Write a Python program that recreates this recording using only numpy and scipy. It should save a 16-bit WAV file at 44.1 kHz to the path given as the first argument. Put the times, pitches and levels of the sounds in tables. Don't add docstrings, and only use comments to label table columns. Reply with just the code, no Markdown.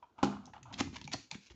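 import sys
import numpy as np
from scipy import signal
from scipy.fft import rfft, irfft
from scipy.io import wavfile

SR = 44100
rng = np.random.default_rng(int(sys.argv[2]) if len(sys.argv) > 2 else 0)


def master(y):
    cut = np.clip(np.atleast_2d(y).T, -1, 1)
    pcm = np.round(cut * 32767)
    wavfile.write(sys.argv[1], SR, pcm.astype(np.int16))


N = 68355
EDGE_HZ = 8250

# start in seconds, level in dB,
# extra level in dB of the box modes above 600 Hz.
KNOCKS = [(0.2293, -24, 7), (0.2329, -17, -2.5), (0.2517, -45, 5.5)]
# frequency in Hz, relative level in dB, T60 in seconds.
BOX_MODES = [(273, 4.5, 0.032), (347, 1, 0.029), (454, 2, 0.013), (540, -26, .025), (812, 5.5, 0.017),
             (980, -2.5, 0.065), (1318, -12.5, 0.057), (1485, -10.5, 0.047)]
# frequency in Hz, relative level in dB, T60 in seconds.
TABLE_MODES = [(142, -9, .36), (186, -17, .3), (202, -3.5, .38), (226, -17, .25), (257, -17, .42),
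               (415, -15, .25), (473, -23, .3), (810, -25, .28), (1006, -24, .22), (1218, -27, .25),
               (1342, -31, .3)]
TABLE_DB = -7
KNOCK_RISE_S, KNOCK_ROOM_DB = 0.0023, -7.5


def knocks():
    out = np.zeros(N)
    for start_s, db, bright_db in KNOCKS:
        box = 0
        for hz, mode_db, t60 in BOX_MODES:
            extra_db = bright_db * (hz > 600)
            box = box + amp(mode_db + extra_db) * ring(hz, t60, KNOCK_RISE_S)
        table = 0
        for hz, mode_db, t60 in TABLE_MODES:
            table = table + amp(mode_db) * ring(hz, t60, KNOCK_RISE_S)
        add(out, start_s, amp(db) * (box + amp(TABLE_DB) * table))
    return in_room(out, KNOCK_ROOM_DB)


# start in seconds, level in dB, pitch in Hz, T60 in seconds.
THUDS = [(.184, -49.5, 232, 0.048), (0.242, -51.5, 66, .15), (0.391, -49.5, 211, 0.1), (.474, -49, 237, .1),
         (0.621, -54.5, 126, 0.46), (0.677, -53, 105, 0.49), (.715, -50, 277, 0.094),
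         (.738, -43, 212, 0.066), (.798, -39, 101.7, 0.15), (0.8063, -23, 267, 0.025),
         (0.8099, -17, 263.4, 0.02), (0.848, -50, 277, 0.065), (0.87, -46, 86.5, .12),
         (0.93, -37.5, 234, 0.065), (0.959, -47.5, 89, 0.11), (1.015, -45.5, 247, 0.04),
         (1.047, -41.5, 144, .15), (1.1402, -30.5, 287, 0.045), (1.148, -37, 117.3, 0.077),
         (1.324, -47.5, 158.6, 0.18), (1.353, -30.5, 204, 0.026), (1.382, -49, 193, 0.049),
         (1.506, -46.5, 62.6, 0.13), (1.507, -50, 350, 0.041)]
THUD_RISE_S, THUD_ROOM_DB = 0.0011, -13.5


def thuds():
    out = np.zeros(N)
    for start_s, db, hz, t60 in THUDS:
        add(out, start_s, amp(db) * ring(hz, t60, THUD_RISE_S))
    return in_room(out, THUD_ROOM_DB)


# start in seconds, level in dB, centre frequency in Hz, half width in octaves,
# T60 in seconds.
NOISE_BURSTS = [(.189, -59, 2700, 0.44, 0.019), (0.2287, -36, 3180, 0.8, 0.1), (0.245, -32, 3750, 1, 0.012),
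                (.326, -45, 1175, .2, 0.041), (.455, -48.5, 5100, 0.56, 0.019),
                (0.4653, -50, 5800, 0.13, 0.015), (.535, -45.5, 1740, 0.42, 0.016),
                (.563, -61, 2900, 0.15, 0.045), (0.63, -47.5, 6430, 0.083, .014),
                (0.629, -55, 2480, 0.83, 0.041), (0.74, -36.5, 3420, 0.46, 0.023),
                (.805, -32, 2520, 1, 0.031), (.807, -33, 1170, 0.17, 0.025),
                (1.1405, -32, 620, 0.76, 0.026), (0.809, -30, 5160, 0.3, 0.0098),
                (0.873, -45, 964, 0.25, 0.028), (1.014, -37.5, 3240, 0.6, 0.012),
                (1.042, -43, 4080, 0.36, 0.019), (1.052, -46, 3400, 0.56, 0.016),
                (1.076, -35.5, 2290, 0.19, 0.013), (1.076, -38.5, 6200, .3, 0.009),
                (1.117, -43, 2920, 0.57, 0.022), (1.129, -35, 4470, 1, 0.027),
                (1.1338, -30.5, 4980, 0.35, 0.026), (1.1345, -31.5, 2900, 0.71, 0.014),
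                (1.3135, -29, 4020, 0.3, 0.0098), (1.3128, -35, 2335, 0.068, 0.016),
                (1.3128, -38.5, 7270, 0.6, 0.017), (1.345, -44, 2130, 0.65, 0.03),
                (1.5, -55, 2480, 0.32, 0.036)]
BURST_RISE_S, BURST_ROOM_DB = 0.00075, -6.5


def noise_bursts():
    size = 4096
    t = np.arange(size) / SR
    hz = np.fft.rfftfreq(size, 1 / SR)
    noises = rng.standard_normal((len(NOISE_BURSTS), size))
    out = np.zeros(N)
    for (start_s, db, centre_hz, half_octaves, t60), noise in zip(NOISE_BURSTS, noises):
        octaves_off = np.log2((hz + 1) / centre_hz)
        band = 1 / (1 + (octaves_off / half_octaves) ** 2) * (hz < EDGE_HZ)
        shape = (1 - np.exp(-t / BURST_RISE_S)) * np.exp(-np.log(1000) * t / t60)
        burst = irfft(rfft(noise) * band) * shape
        burst = burst * np.linalg.norm(shape) / np.linalg.norm(burst)
        add(out, start_s, amp(db) * burst)
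    return in_room(out, BURST_ROOM_DB)


# start in seconds, level in dB, pitch in Hz.
TAPS = [(.0265, -41, 978), (.041, -47.5, 940), (.187, -38.5, 908), (.211, -53, 862), (.254, -30.5, 843),
        (.327, -46.5, 867), (.476, -45.5, 797), (.536, -45, 853), (.565, -40.5, 863), (.655, -48.5, 964),
        (.713, -40.5, 924), (.807, -29.5, 810), (.874, -42.5, 872), (.959, -41, 957), (1.014, -46, 934),
        (1.077, -39, 850), (1.141, -39, 792), (1.315, -39.5, 882), (1.502, -59.5, 950)]
# multiple of the pitch, relative level in dB, T60 in seconds.
TAP_MODES = [(.7, -11.5, 0.024), (1, 2, 0.03), (1.14, -10.5, 0.022), (1.36, -11, .022),
             (1.75, -22.5, 0.007), (2.5, -12, 0.012), (3.3, -22, 0.032)]
TAP_RISE_S, TAP_ROOM_DB = 0.0014, -4.5


def taps():
    out = np.zeros(N)
    for start_s, db, hz in TAPS:
        for multiple, mode_db, t60 in TAP_MODES:
            add(out, start_s, amp(db + mode_db) * ring(hz * multiple, t60, TAP_RISE_S))
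    return in_room(out, TAP_ROOM_DB)


def friction(strokes, colour, grains_per_s, spread_db, edge_s):
    t = np.arange(N) / SR
    happens = rng.random(N) < grains_per_s / SR
    sign = rng.choice([-1., 1.], N)
    size = amp(spread_db * np.minimum(rng.exponential(1, N), 3))
    slips = happens * sign * size
    level = np.zeros(N)
    for start_s, length_s, db, swell_db in strokes:
        fade_in = np.clip((t - start_s) / edge_s, 0, 1)
        fade_out = np.clip((start_s + length_s - t) / edge_s + 1, 0, 1)
        progress = np.clip((t - start_s) / length_s, 0, 1)
        level += fade_in * fade_out * amp(db + swell_db * (progress - 1))
    return level * coloured(slips, colour)


# start in seconds, length in seconds,
# level at the end in dB, swell over the stroke in dB.
SCRAPES = [(.531, 0.039, -80, -10), (.725, 0.016, -50.5, 3.5), (.777, .031, -34.5, 16),
           (.925, 0.043, -47, 17), (.965, .022, -59.5, -4.5), (1.114, 0.0238, -39.5, 12),
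           (1.306, 0.0074, -52.5, 13), (1.317, 0.0394, -56.5, 1.5), (1.356, 0.016, -68, -7),
           (1.50, 0.023, -63, 0)]
# frequency in Hz, relative spectral level in dB.
SCRAPE_COLOUR = [(200, -22), (500, -5), (850, 2.5), (1300, -3), (1700, -5), (2200, 0.5), (3400, -3),
                 (5000, -6), (7000, -7), (8500, -28.5)]
SCRAPE_GRAINS_PER_S, SCRAPE_SPREAD_DB, SCRAPE_ROOM_DB = 2000, 3, -7.5


def scrapes():
    dry_scrapes = friction(SCRAPES, SCRAPE_COLOUR, SCRAPE_GRAINS_PER_S, SCRAPE_SPREAD_DB, edge_s=0.0017)
    return in_room(dry_scrapes, SCRAPE_ROOM_DB)


# start in seconds, length in seconds,
# level at the end in dB, swell over the stroke in dB.
RUBS = [(.021, 0.014, -60, 6.5), (.05, 0.11, -84, -4), (.158, 0.032, -64, 13.5), (.18, 0.096, -53, 4),
        (.26, 0.11, -55, -8.5), (.36, 0.145, -65, -3), (.53, 0.039, -55, 5), (.575, 0.036, -79.5, -26),
        (.652, 0.12, -61.5, -3)]
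# frequency in Hz, relative spectral level in dB.
RUB_COLOUR = [(200, -9), (400, -29), (620, -6), (850, -1.5), (1300, -6.5), (1550, -11), (1800, -27.5),
              (2900, -20.5), (4800, -31.5), (8000, -36.5)]
RUB_GRAINS_PER_S, RUB_SPREAD_DB, RUB_ROOM_DB = 1500, -1.5, -5


def rubs():
    dry_rubs = friction(RUBS, RUB_COLOUR, RUB_GRAINS_PER_S, RUB_SPREAD_DB, edge_s=0.0055)
    return in_room(dry_rubs, RUB_ROOM_DB)


# start in seconds, length in seconds,
# level at the end in dB, swell over the stroke in dB.
BRUSHES = [(1.18, 0.067, -69, -7), (1.405, 0.06, -67.5, 1), (1.46, 0.023, -65.5, -2)]
# frequency in Hz, relative spectral level in dB.
BRUSH_COLOUR = [(300, -18), (1200, -14), (1600, -0.5), (1900, -12), (2300, 4.5), (3200, -1.5), (4600, 0),
                (6500, -2.5), (8000, -15.5)]
BRUSH_GRAINS_PER_S, BRUSH_SPREAD_DB, BRUSH_ROOM_DB = 900, 0.5, -5.5


def brushes():
    dry_brushes = friction(BRUSHES, BRUSH_COLOUR, BRUSH_GRAINS_PER_S, BRUSH_SPREAD_DB, edge_s=0.0095)
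    return in_room(dry_brushes, BRUSH_ROOM_DB)


# time in seconds, level in dB.
FLEX = [(0, -85), (0.169, -81), (0.241, -50.5), (.42, -58), (.6, -64.5), (.72, -65), (.78, -51),
        (0.871, -45.5), (.92, -52.5), (1.0, -59), (1.161, -57.5), (1.249, -77.5), (1.47, -86),
        (1.55, -63.5)]
# frequency in Hz, relative spectral level in dB.
FLEX_COLOUR = [(20, -21.5), (45, -3.5), (70, -1.5), (110, -1.5), (170, -3.5), (260, -1), (380, -16.5),
               (700, -37.5), (2000, -52.5)]


def flexing():
    times_s, levels_db = np.transpose(FLEX)
    level = amp(np.interp(np.arange(N) / SR, times_s, levels_db))
    return level * coloured(rng.standard_normal(N), FLEX_COLOUR)


# frequency in Hz, relative spectral level in dB.
FLOOR_COLOUR = [(20, -2), (80, 1.5), (180, -10), (350, 1.5), (600, -8.5), (1100, -7.5), (1700, -20.5),
                (4000, -22), (8000, -26.5)]
FLOOR_DB = -76.5


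def room_tone():
    return amp(FLOOR_DB) * coloured(rng.standard_normal(N), FLOOR_COLOUR)


# frequency in Hz, T60 in seconds.
ROOM_T60 = [(100, 0.2), (250, 0.44), (600, 0.12), (1100, 0.29), (1900, 0.27), (3200, 0.34), (6500, 0.36)]
# frequency in Hz, gain in dB.
ROOM_COLOUR = [(60, -2), (200, -0.5), (330, 3.5), (500, 2), (1000, -6.5), (1800, 1), (3000, -3),
               (6500, -1.5)]
ROOM_DELAY_S = .005


def in_room(x, wet_db):
    count, spacing = 1400, 20
    places = np.arange(count) * spacing + rng.integers(0, spacing, count)
    echoes = np.zeros(SR)
    echoes[places] = rng.choice([-1., 1.], count)
    hz, t, bands = signal.stft(echoes, SR, nperseg=256)
    decay = np.exp(-np.log(1000) * t / read(ROOM_T60, hz)[:, None])
    tail = signal.istft(bands * decay, SR, nperseg=256)[1]
    tail = filtered(tail / np.linalg.norm(tail), ROOM_COLOUR)
    out = x.copy()
    add(out, ROOM_DELAY_S, amp(wet_db) * signal.fftconvolve(x, tail))
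    return out


def ring(hz, t60, rise_s):
    t = np.arange(SR // 2) / SR
    decay = np.exp(-np.log(1000) * t / t60)
    return (1 - np.exp(-t / rise_s)) * decay * np.sin(2 * np.pi * hz * t)


def coloured(x, colour):
    gain = amp(read(colour, np.fft.rfftfreq(len(x), 1 / SR)))
    return unit(irfft(rfft(x) * gain, len(x)))


def filtered(x, colour):
    size = 4096
    log_gain = np.log(amp(read(colour, abs(np.fft.fftfreq(size, 1 / SR)))))
    response = np.fft.ifft(np.exp(np.conj(signal.hilbert(log_gain)))).real
    return signal.fftconvolve(x, response[:size // 2])[:len(x)]


def amp(db):
    return 10 ** (np.asarray(db) / 20)


def unit(x):
    return x / np.sqrt(np.mean(x ** 2) + 1e-20)


def read(points, hz):
    f, value = np.transpose(points)
    return np.interp(np.log(hz + 1), np.log(f + 1), value)


def add(mix, start_s, sound):
    part = mix[max(round(start_s * SR), 0):][:len(sound)]
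    part += sound[:len(part)]


def scene():
    impacts = knocks() + thuds() + noise_bursts() + taps()
    sliding = scrapes() + rubs() + brushes()
    return (impacts + sliding + flexing() + room_tone())[None]


# frequency in Hz, gain in dB.
MIC_COLOUR = [(15, -27.5), (30, -17.5), (50, -5.5), (70, 0), (7000, 1.5), (7600, -4.5), (8300, -14.5)]
HISS_DB = -97


def record(dry):
    band_limit = signal.firwin(201, EDGE_HZ, window=("kaiser", 7), fs=SR)
    limited = signal.oaconvolve(filtered(dry[0], MIC_COLOUR), band_limit, "same")
    hissy = limited + amp(HISS_DB) * rng.standard_normal(N)
    hiss_limit = signal.firwin(255, 15500, window=("kaiser", 8), fs=SR)
    return signal.oaconvolve(hissy, hiss_limit, "same")[None]


dry = scene()
out = record(dry)
master(out)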